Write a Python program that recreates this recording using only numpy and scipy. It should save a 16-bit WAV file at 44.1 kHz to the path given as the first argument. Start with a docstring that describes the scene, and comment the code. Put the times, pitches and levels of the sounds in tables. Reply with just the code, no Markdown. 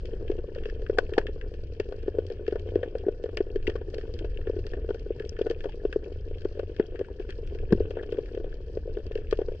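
"""Inside a sealed housing over a shallow rocky reef, 9.6 s, with snapping shrimp all around from the start.
Dull pops set the housing's air ringing, sharp ticks ring its shell modes, and some snaps ping at their own pitch.
Far snaps, random clicks through the same resonances, swell and ebb over a rumbling surge of shaped noise.
A wavering bass hum, a sine, comes up over the first two seconds and then swells and sinks.
Soft low rings knock the housing near 1.2, 3.7 and 6.8 s, and twice near 7.7 s as the rumble swells."""
import sys
import numpy as np
from scipy import signal
from scipy.fft import rfft, irfft
from scipy.io import wavfile

SR = 44100
rng = np.random.default_rng(int(sys.argv[2]) if len(sys.argv) > 2 else 0)


def materialize(psi):
    """Save the field psi as 16-bit PCM at rate SR to the path in sys.argv[1].

    A 1-D psi becomes a single channel; in a 2-D psi each row is a channel.
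    """
    bounded = np.clip(np.atleast_2d(psi).T, -1, 1)
    quanta = np.round(bounded * 32767).astype(np.int16)
    wavfile.write(sys.argv[1], SR, quanta)


N = 423360

# the loudest dull pops, before they lean left:
# (time of the crest [s], peak of the swell [dB], pitch [Hz], hardness: overtones against the peak [dB])
NEAR_POPS = [(0.138, -27, 400, -28.5), (0.302, -15, 392, -31), (0.321, -24.5, 450, -25.5),
             (0.39, -25, 402, -25.5), (0.563, -27.5, 500, -24), (0.66, -24, 457, -26),
             (0.826, -28, 436, -28), (0.9, -13.0, 435, -27.5), (0.9869, -10.5, 462, -9),
             (1.094, -31, 406, -20), (1.1814, -7.5, 459, -11), (1.293, -33, 382, -30),
             (1.802, -16.5, 411, -23), (1.891, -29, 420, -30), (1.925, -23.5, 477, -16.5),
             (2.083, -16, 395, -27), (2.152, -25, 433, -33), (2.188, -11.5, 440, -30.5),
             (2.305, -24, 470, -30), (2.412, -30, 394, -34), (2.484, -15, 430, -33.5),
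             (2.527, -17.0, 407, -25), (2.559, -19, 442, -17), (2.663, -28.5, 452, -29.5),
             (2.76, -9.5, 407, -39.5), (2.834, -17, 493, -21), (2.955, -18, 480, -27.5),
             (3.069, -16.5, 385, -36.5), (3.087, -12.0, 420, -31), (3.243, -18.5, 450, -43),
             (3.261, -23.5, 455, -22.5), (3.292, -27.5, 423, -20), (3.372, -26, 417, -12.5),
             (3.408, -12, 401, -26), (3.562, -15.5, 406, -37), (3.681, -16, 397, -26.5),
             (3.696, -20, 416, -26), (3.757, -21, 447, -18), (3.816, -25.5, 420, -24),
             (3.886, -28.5, 395, -28), (3.941, -27.5, 463, -19.5), (3.986, -24.5, 433, -29.5),
             (4.08, -30.5, 440, -26), (4.247, -23.5, 436, -20.5), (4.475, -20.5, 413, -27),
             (4.5, -16.0, 442, -33.5), (4.568, -22.5, 388, -28.5), (4.591, -23.5, 398, -33),
             (4.738, -26.5, 420, -18), (4.772, -29, 393, -28), (4.847, -26.5, 410, -27.5),
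             (4.892, -20.5, 440, -19.5), (4.908, -17, 415, -22.5), (4.948, -26, 453, -23),
             (5.065, -27, 406, -28), (5.108, -17.0, 427, -39), (5.206, -23.5, 418, -28.5),
             (5.262, -28, 440, -46), (5.392, -24, 426, -17), (5.415, -13.5, 423, -31.5),
             (5.462, -25.5, 392, -20.5), (5.469, -16, 434, -22.5), (5.505, -18.5, 410, -28),
             (5.514, -18.5, 460, -27), (5.644, -25.5, 433, -14.5), (5.658, -20.5, 448, -22),
             (5.854, -12.5, 413, -29.5), (5.929, -33, 453, -17), (5.963, -12, 413, -39),
             (6.062, -28, 420, -25.5), (6.122, -29.5, 417, -26.5), (6.313, -28, 417, -27.5),
             (6.455, -15.5, 395, -26.5), (6.576, -26, 453, -31), (6.596, -20, 445, -18),
             (6.634, -24.5, 424, -25), (6.698, -28.5, 380, -32), (6.8, -10.5, 411, -24),
             (6.812, -28, 404, -32), (6.952, -27, 398, -25), (6.994, -27.5, 430, -22.5),
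             (7.002, -23, 411, -34.5), (7.014, -16.5, 434, -29.5), (7.202, -24.5, 398, -23),
             (7.293, -30.5, 384, -20), (7.555, -34, 427, -26.5), (7.711, -24, 396, -37),
             (7.7254, -12, 383, -23.5), (7.7307, -7, 380, -32.5), (7.753, -22, 370, -50),
             (7.807, -13, 420, -37), (7.91, -26.5, 443, -17.5), (7.972, -20.5, 460, -20),
             (8.033, -27.5, 410, -15.5), (8.127, -18, 427, -31), (8.188, -15, 437, -31.5),
             (8.377, -21.5, 434, -28.5), (8.402, -27.5, 387, -26), (8.446, -25, 476, -30.5),
             (8.774, -19.5, 429, -29), (8.879, -24.5, 472, -49.5), (8.973, -21, 414, -24),
             (9.114, -23, 444, -29), (9.159, -18.5, 440, -33.5), (9.329, -12, 430, -22.5),
             (9.392, -15, 434, -30.5), (9.418, -19, 414, -22.5), (9.487, -21, 438, -27),
             (9.521, -28, 447, -27.5)]


def from_db(db):
    """Gain of a level in dB."""
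    return 10 ** (np.asarray(db) / 20)


def rms_one(x):
    """Scaled to rms 1."""
    return x / np.sqrt(np.mean(x ** 2) + 1e-20)


def in_time(rows):
    """Columns of a curve, drawn in straight lines to every sample."""
    s, *columns = np.transpose(rows)
    return [np.interp(np.arange(N) / SR, s, column) for column in columns]


def band(x, kind, edges_hz, order=2):
    """Butterworth filter that keeps one range of pitch."""
    return signal.sosfilt(signal.butter(order, edges_hz, kind, fs=SR, output="sos"), x)


def ring(x, hz, width_hz):
    """Resonance: a unit click sets a sine of height 1 ringing, and a wider resonance dies sooner."""
    radius = np.exp(-np.pi * width_hz / SR)
    turn = 2 * np.pi * hz / SR
    return signal.lfilter([0, np.sin(turn)], [1, -2 * radius * np.cos(turn), radius * radius], x + 1e-18)


def fading(x, tau_s):
    """Every click leaves an exponential trail."""
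    return signal.lfilter([1], [1, -np.exp(-1 / (tau_s * SR))], x + 1e-18)


def fading_twice(x, tau_s):
    """Every click swells up, then dies away."""
    return fading(fading(x, tau_s), tau_s)


def scatter(per_s, spread_db):
    """Random clicks, many small and few large."""
    sizes = from_db(spread_db * np.minimum(rng.exponential(1, N), 2.3))
    return sizes * (rng.random(N) < per_s / SR)


def soft_rings(rows, cycles, roundness):
    """A soft push into trapped air swells for some cycles and dies as smoothly."""
    out = np.zeros(N + 4096)
    t = np.arange(4096) / SR
    for (s, peak_db, hz, *_), (turn, length) in zip(rows, rng.random((len(rows), 2))):
        rise_s = cycles * (0.802 + 0.26 * length) / hz
        age = t / rise_s
        shape = (age * np.exp(1 - age)) ** roundness     # reaches 1 at the crest
        at = max(round((s - rise_s) * SR), 0)
        out[at:at + len(t)] += from_db(peak_db) * shape * np.sin(2 * np.pi * (hz * t + turn))
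    return out[:N]


def struck(modes, blows, far, murmur, crowd, tail):
    """Each snap strikes every mode with its own strength; echoes off the rocks keep it fed for a moment."""
    pivot_hz, tilt_top_octaves = 2470, 0.8   # brightness turns about this pitch, gains no more above this height
    out = np.zeros((2, N))
    at = np.round(blows[:, 0] * SR).astype(int)
    white = rng.standard_normal((2, N))
    for k, (hz, width_hz, left_db, right_db) in enumerate(modes):
        snaps = far * from_db(np.minimum(rng.normal(0, 5.7, N), 9.0))
        tilt_db = blows[:, 2] * min(np.log2(hz / pivot_hz), tilt_top_octaves)
        snaps[at] = from_db(blows[:, 1] + tilt_db + rng.normal(0, 2.53, len(at)))

        quick = (2000 / hz) ** 0.46     # the treble of the echoes dies sooner
        # arrivals crowd in, then thin out
        swell = fading_twice(snaps, tau_s=0.0013 * quick) / (60 * quick)
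        trail = crowd * swell + tail * fading(snaps, tau_s=0.012 * quick) + murmur

        # the water softens the first arrival: the mode builds up over a moment
        onset_hz = 2.1 * width_hz + 300
        onset = 1.235 * 2 * np.pi * onset_hz / SR * ring(snaps, hz, onset_hz)
        shared = onset + trail * np.roll(white[0], 999 * k)

        alike = np.clip(1.5 - hz / 5000, .5, .97)     # the two ports part in the treble
        apart = np.sqrt(1 - alike ** 2) * 4.43 * trail * np.roll(white[1], 999 * k)
        out[0] += from_db(left_db) * ring(shared, hz, width_hz)
        out[1] += from_db(right_db) * ring(alike * shared + apart, hz, width_hz)
    return out


def pop_edges():
    """Time [s], strength [dB] and brightness [dB per octave] of the hard edge that leads each near pop."""
    s, peak_db, _, hardness_db = np.transpose(NEAR_POPS)
    usual_hardness_db = -21.5
    brightness = 0.1275 * (hardness_db - usual_hardness_db)   # a harder pop has a brighter edge
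    edge_s = s + 0.00011 * hardness_db     # the softer the pop, the further its edge leads the crest
    return np.c_[edge_s, peak_db + hardness_db, brightness]


def pops(far_db):
    """Near pops and their overtones, over the murmur of far ones in the same air space."""
    # overtones of the air space: (pitch [Hz], width [Hz], left gain [dB], right gain [dB])
    overtones = [(578, 60, 10.5, 2), (678.4, 82, 5, -4.5), (924, 74, -2, -17.5), (1130, 180, 2, -14),
                 (1493, 70, 1, -16.5)]
    near = soft_rings(NEAR_POPS, cycles=1.746, roundness=2.43)

    snaps = scatter(per_s=90, spread_db=6.0)
    far = snaps * rng.choice([-1, 1], N) + 0.056 * rng.standard_normal(N)
    air = ring(ring(far, hz=380, width_hz=180), hz=461.0, width_hz=96)
    air = band(air, "high", 290)   # the small air space holds no bass
    body = near + from_db(far_db) * rms_one(air)

    far_edges = from_db(far_db - 30.0) * snaps
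    over = struck(overtones, pop_edges(), far_edges, from_db(far_db - 55.0), crowd=0.06, tail=0.0058)
    return body * from_db([[1.3], [-1.5]]) + band(over, "band", [500, 1700])


def shell_blows(group):
    """Time, strength and brightness with which near pops and ticks strike one group of shell modes."""
    # the loudest sharp ticks: (time [s], strength about the middle modes [dB], brightness [dB per octave])
    near_ticks = [(0.055, -51, 5), (0.278, -51, -7), (0.315, -49.5, -4), (0.549, -52, -3), (0.584, -53, -9),
                  (0.635, -48.5, -13), (0.655, -47, -7), (0.686, -61, -1), (0.697, -51, -8),
                  (0.818, -54, -6), (0.864, -49, -25), (0.897, -58, -18), (0.974, -52.5, -14),
                  (0.9845, -38.5, 8.5), (1.093, -55, -9), (1.136, -42, -5), (1.183, -45.5, 13),
                  (1.213, -57, -10), (1.268, -39, -9.5), (1.412, -47.5, -10), (1.476, -73, 8),
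                  (1.539, -55, 0), (1.799, -40.5, -1), (2.029, -57.5, -2), (2.266, -60.5, 17),
                  (2.3, -53, -6), (2.322, -57, 5.5), (2.465, -49.5, -8), (2.479, -44, -5), (2.51, -54, -4),
                  (2.595, -55.5, 10.5), (2.688, -55.5, -11), (2.755, -48, -6), (2.83, -44.5, -21.5),
                  (2.983, -58, 7.5), (3.238, -52.5, 3), (3.372, -32.5, -4), (3.558, -46.5, -2.5),
                  (3.627, -59, 1), (3.669, -36, -10.5), (3.676, -46, 4), (3.698, -42, -4.5),
                  (3.761, -49.5, -3.5), (3.901, -67, 16), (3.944, -49.5, 6), (3.982, -48, -4),
                  (4.011, -50, -9), (4.139, -56, 10), (4.19, -45.5, -1), (4.246, -53, -2), (4.373, -52, -8),
                  (4.413, -55.5, -14.5), (4.47, -54, -14), (4.591, -58, 2.5), (4.666, -45.5, 0.5),
                  (4.715, -70, 18), (4.734, -53.5, -24), (4.944, -58.5, 4), (4.994, -63, 7),
                  (5.197, -45.5, -7), (5.221, -55, -7), (5.25, -56, 3), (5.272, -72, 16),
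                  (5.293, -65.5, 24), (5.366, -54.5, -25), (5.389, -56, 8), (5.416, -47.5, -0.5),
                  (5.466, -54.5, 0), (5.499, -46, 3), (5.51, -46.5, 1.5), (5.606, -46.5, -8),
                  (5.64, -51, -1), (5.693, -54.5, -2), (5.721, -54, -7), (5.927, -37.5, -9.5),
                  (6.383, -58, 0), (6.418, -55, 1), (6.448, -49, -3), (6.593, -54, 3), (6.764, -49.5, -5),
                  (6.798, -47.5, -8.5), (6.957, -51.5, -15), (6.992, -52, -1), (7.046, -57.5, -13),
                  (7.197, -56, -5), (7.29, -50, -14), (7.305, -47, 1), (7.298, -50, -8), (7.324, -57, -6),
                  (7.474, -54.5, -3), (7.548, -55, -3), (7.587, -52.5, -7), (7.705, -56, -11),
                  (7.725, -45.5, 6.5), (7.906, -51, -1.5), (7.989, -56.5, -21), (8.029, -57, -5.5),
                  (8.121, -49.5, 2), (8.17, -54, -14), (8.258, -53.5, -7), (8.349, -51.5, -2),
                  (8.526, -58, -19), (9.066, -58, 6), (9.118, -50.5, -7), (9.154, -49, 1.5),
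                  (9.175, -53, -2), (9.311, -44, 5.5), (9.326, -44, -13), (9.372, -57, 4.5)]
    # a pop's hard edge in each group of shell modes, against its overtones: one level [dB] a group
    pop_in_shell_db = [-7, -14, -18.5, -30]
    return np.r_[pop_edges() + [0, pop_in_shell_db[group], 0], near_ticks]


def ticks(far_db):
    """Near snaps ring the shell over far ones, many of which reach only one group of its modes."""
    # shell modes in groups, low, middle, high, top: (pitch [Hz], width [Hz], left gain [dB], right gain [dB])
    shell = [
        [(1733, 197, 6, -0.5), (2100, 680, -21.5, -10)],
        [(2300, 290, -3.5, -3.5), (2690, 334, 9, 2), (3153, 310, 8, -3.5)],
        [(4510, 1020, 10, -3), (4970, 420, -15.5, -8), (5800, 520, -7.5, -14)],
        [(6950, 1700, -11, -20), (7840, 480, -9.5, -38.5), (10100, 1300, -6.5, -20)],
    ]
    # each group of modes fades outside its range: (lower edge [Hz], upper edge [Hz])
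    shell_edges_hz = [(1200, 1935), (2000, 3730), (3700, 8100), (6200, 10000)]
    out = 0
    everywhere = scatter(per_s=40, spread_db=2.0)
    for group, (modes, edges_hz) in enumerate(zip(shell, shell_edges_hz)):
        far = from_db(far_db - 12.0) * (everywhere + scatter(per_s=69, spread_db=7.5))
        patchy_db = 2.8 * rms_one(fading_twice(rng.standard_normal(N), tau_s=0.013))
        murmur = from_db(far_db - 25.5 + patchy_db)      # snaps too far and many to tell apart
        rings = struck(modes, shell_blows(group), far, murmur, crowd=0.2, tail=0.025)
        out = out + band(rings, "band", edges_hz)
    return np.array([np.roll(out[0], 4), out[1]])   # the shell reaches the right port 4 samples sooner


def pings():
    """Snaps at one clear pitch: each rises fast and rings out for some cycles, louder at the left port."""
    # before the lean to the left: (time of the crest [s], peak of the swell [dB], pitch [Hz])
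    clear_snaps = [(0.976, -36.5, 760), (0.9865, -13.5, 1570), (0.987, -28, 3250), (1.17, -36, 760),
                   (1.1805, -21.5, 770), (1.19, -39, 2300), (1.218, -49, 1000), (3.04, -41, 710),
                   (3.371, -31, 4900), (3.671, -26, 1951), (3.675, -22.5, 2690), (3.763, -42, 1110),
                   (4.374, -36, 2900), (4.908, -41, 1440), (5.294, -27.5, 5500), (5.693, -43.5, 845),
                   (6.798, -36, 765), (6.799, -39, 1850), (7.086, -46, 930), (7.724, -34.5, 1015),
                   (7.728, -26.5, 1650), (7.996, -37, 1687), (8.004, -45, 1800), (8.013, -46, 1520),
                   (9.154, -39, 2870), (9.327, -30, 1200), (9.404, -44, 770)]
    rings = soft_rings(clear_snaps, cycles=1.6, roundness=0.7)
    return np.array([np.roll(rings, 4), rings]) * from_db([[3.0], [-4.0]])   # right port 4 samples sooner


def knocks():
    """Blows on the housing: low rings that swell within about a cycle and die smoothly."""
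    # before the slight lean of the lows: (time of the crest [s], peak of the swell [dB], pitch [Hz])
    blows = [(1.181, -19, 299), (3.68, -30, 260), (6.799, -21, 233), (7.728, -8.5, 199), (7.752, -26, 250)]
    return soft_rings(blows, cycles=0.96, roundness=2.04)


def surge():
    """Water pushing on the housing: low shaped noise, nearly alike on both sides, that swells and ebbs."""
    # level of the rumble's middle: (time [s], level [dB])
    swells = [(0.0, -33), (3.31, -37.5), (3.42, -36.5), (4.28, -32.5), (7.11, -38.5), (7.78, -29),
              (7.99, -37), (9.3, -33), (9.6, -38)]
    # colour of the rumble before it is scaled to rms 1: (pitch [Hz], relative level [dB])
    rumble = [(8.8, -29), (15, 8.5), (38, 0.5), (73, -2), (99, -10.5), (146, -18), (204, -26.5), (330, -28),
              (430, -46), (730, -120)]
    hz = np.maximum(np.fft.rfftfreq(N, 1 / SR), 1)
    points = np.array(rumble)
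    colour = from_db(np.interp(np.log(hz), np.log(points[:, 0]), points[:, 1], right=-120))
    mid, side = (rms_one(irfft(rfft(rng.standard_normal(N)) * colour, N)) for _ in range(2))
    rumble_db, = in_time(swells)
    return from_db(rumble_db) * (mid + from_db(-24.5) * side * [[1], [-1]])


def hum():
    """A thin sine of gliding pitch whose strength wavers at random."""
    # before the waver: (time [s], pitch [Hz], level [dB])
    glide = [(0, 83.45, -63), (1.1, 85, -53), (1.7, 85.7, -46), (1.95, 86, -55), (2.2, 87, -42.5),
             (3.3, 86.8, -45.5), (4.6, 88.26, -41.5), (4.95, 88.04, -64), (6.4, 85.3, -42.5),
             (7.2, 85.8, -55), (7.8, 89.6, -40.5), (8.7, 87, -52), (9.6, 85.9, -50)]
    hum_hz, hum_db = in_time(glide)
    waver = 1 + .5 * rms_one(fading_twice(rng.standard_normal(N), tau_s=0.095))
    tone = np.sqrt(2) * np.sin(2 * np.pi * np.cumsum(hum_hz) / SR)
    return from_db(hum_db) * waver * tone


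def scene():
    """Pops and pings lean left; rumble, hum and knocks sit almost in the middle."""
    # the far colony swells and falls quiet: (time [s], far pops [dB], far ticks [dB])
    colony = [(0.0, -41.5, -64.5), (.7, -43, -66), (1.2, -40, -65.5), (1.63, -47, -67), (2.75, -39.5, -67),
              (3.61, -45, -67.5), (4.4, -42.5, -66), (5.1, -46, -66.5), (5.55, -41.5, -64.5),
              (6.2, -45, -67), (7.3, -43.5, -66.5), (8.2, -39.5, -65.5), (8.65, -47.5, -68),
              (9.2, -40, -66), (9.6, -48, -66)]
    far_pop_db, far_tick_db = in_time(colony)
    low = surge() + hum() + knocks()
    return pops(far_pop_db) + ticks(far_tick_db) + pings() + low * from_db([[.4], [-.4]])


def record(dry):
    """The housing muffles the top, the microphone hisses faintly, the top is cut."""
    muffled = band(dry, "low", 6500)
    # hiss shared by both sides, and a weaker part of each side's own
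    hiss = from_db(-102) * (rng.standard_normal(N) + 0.7 * rng.standard_normal((2, N)))
    return band(muffled + hiss, "low", 13000, order=6)


dry = scene()
out = record(dry)
materialize(out)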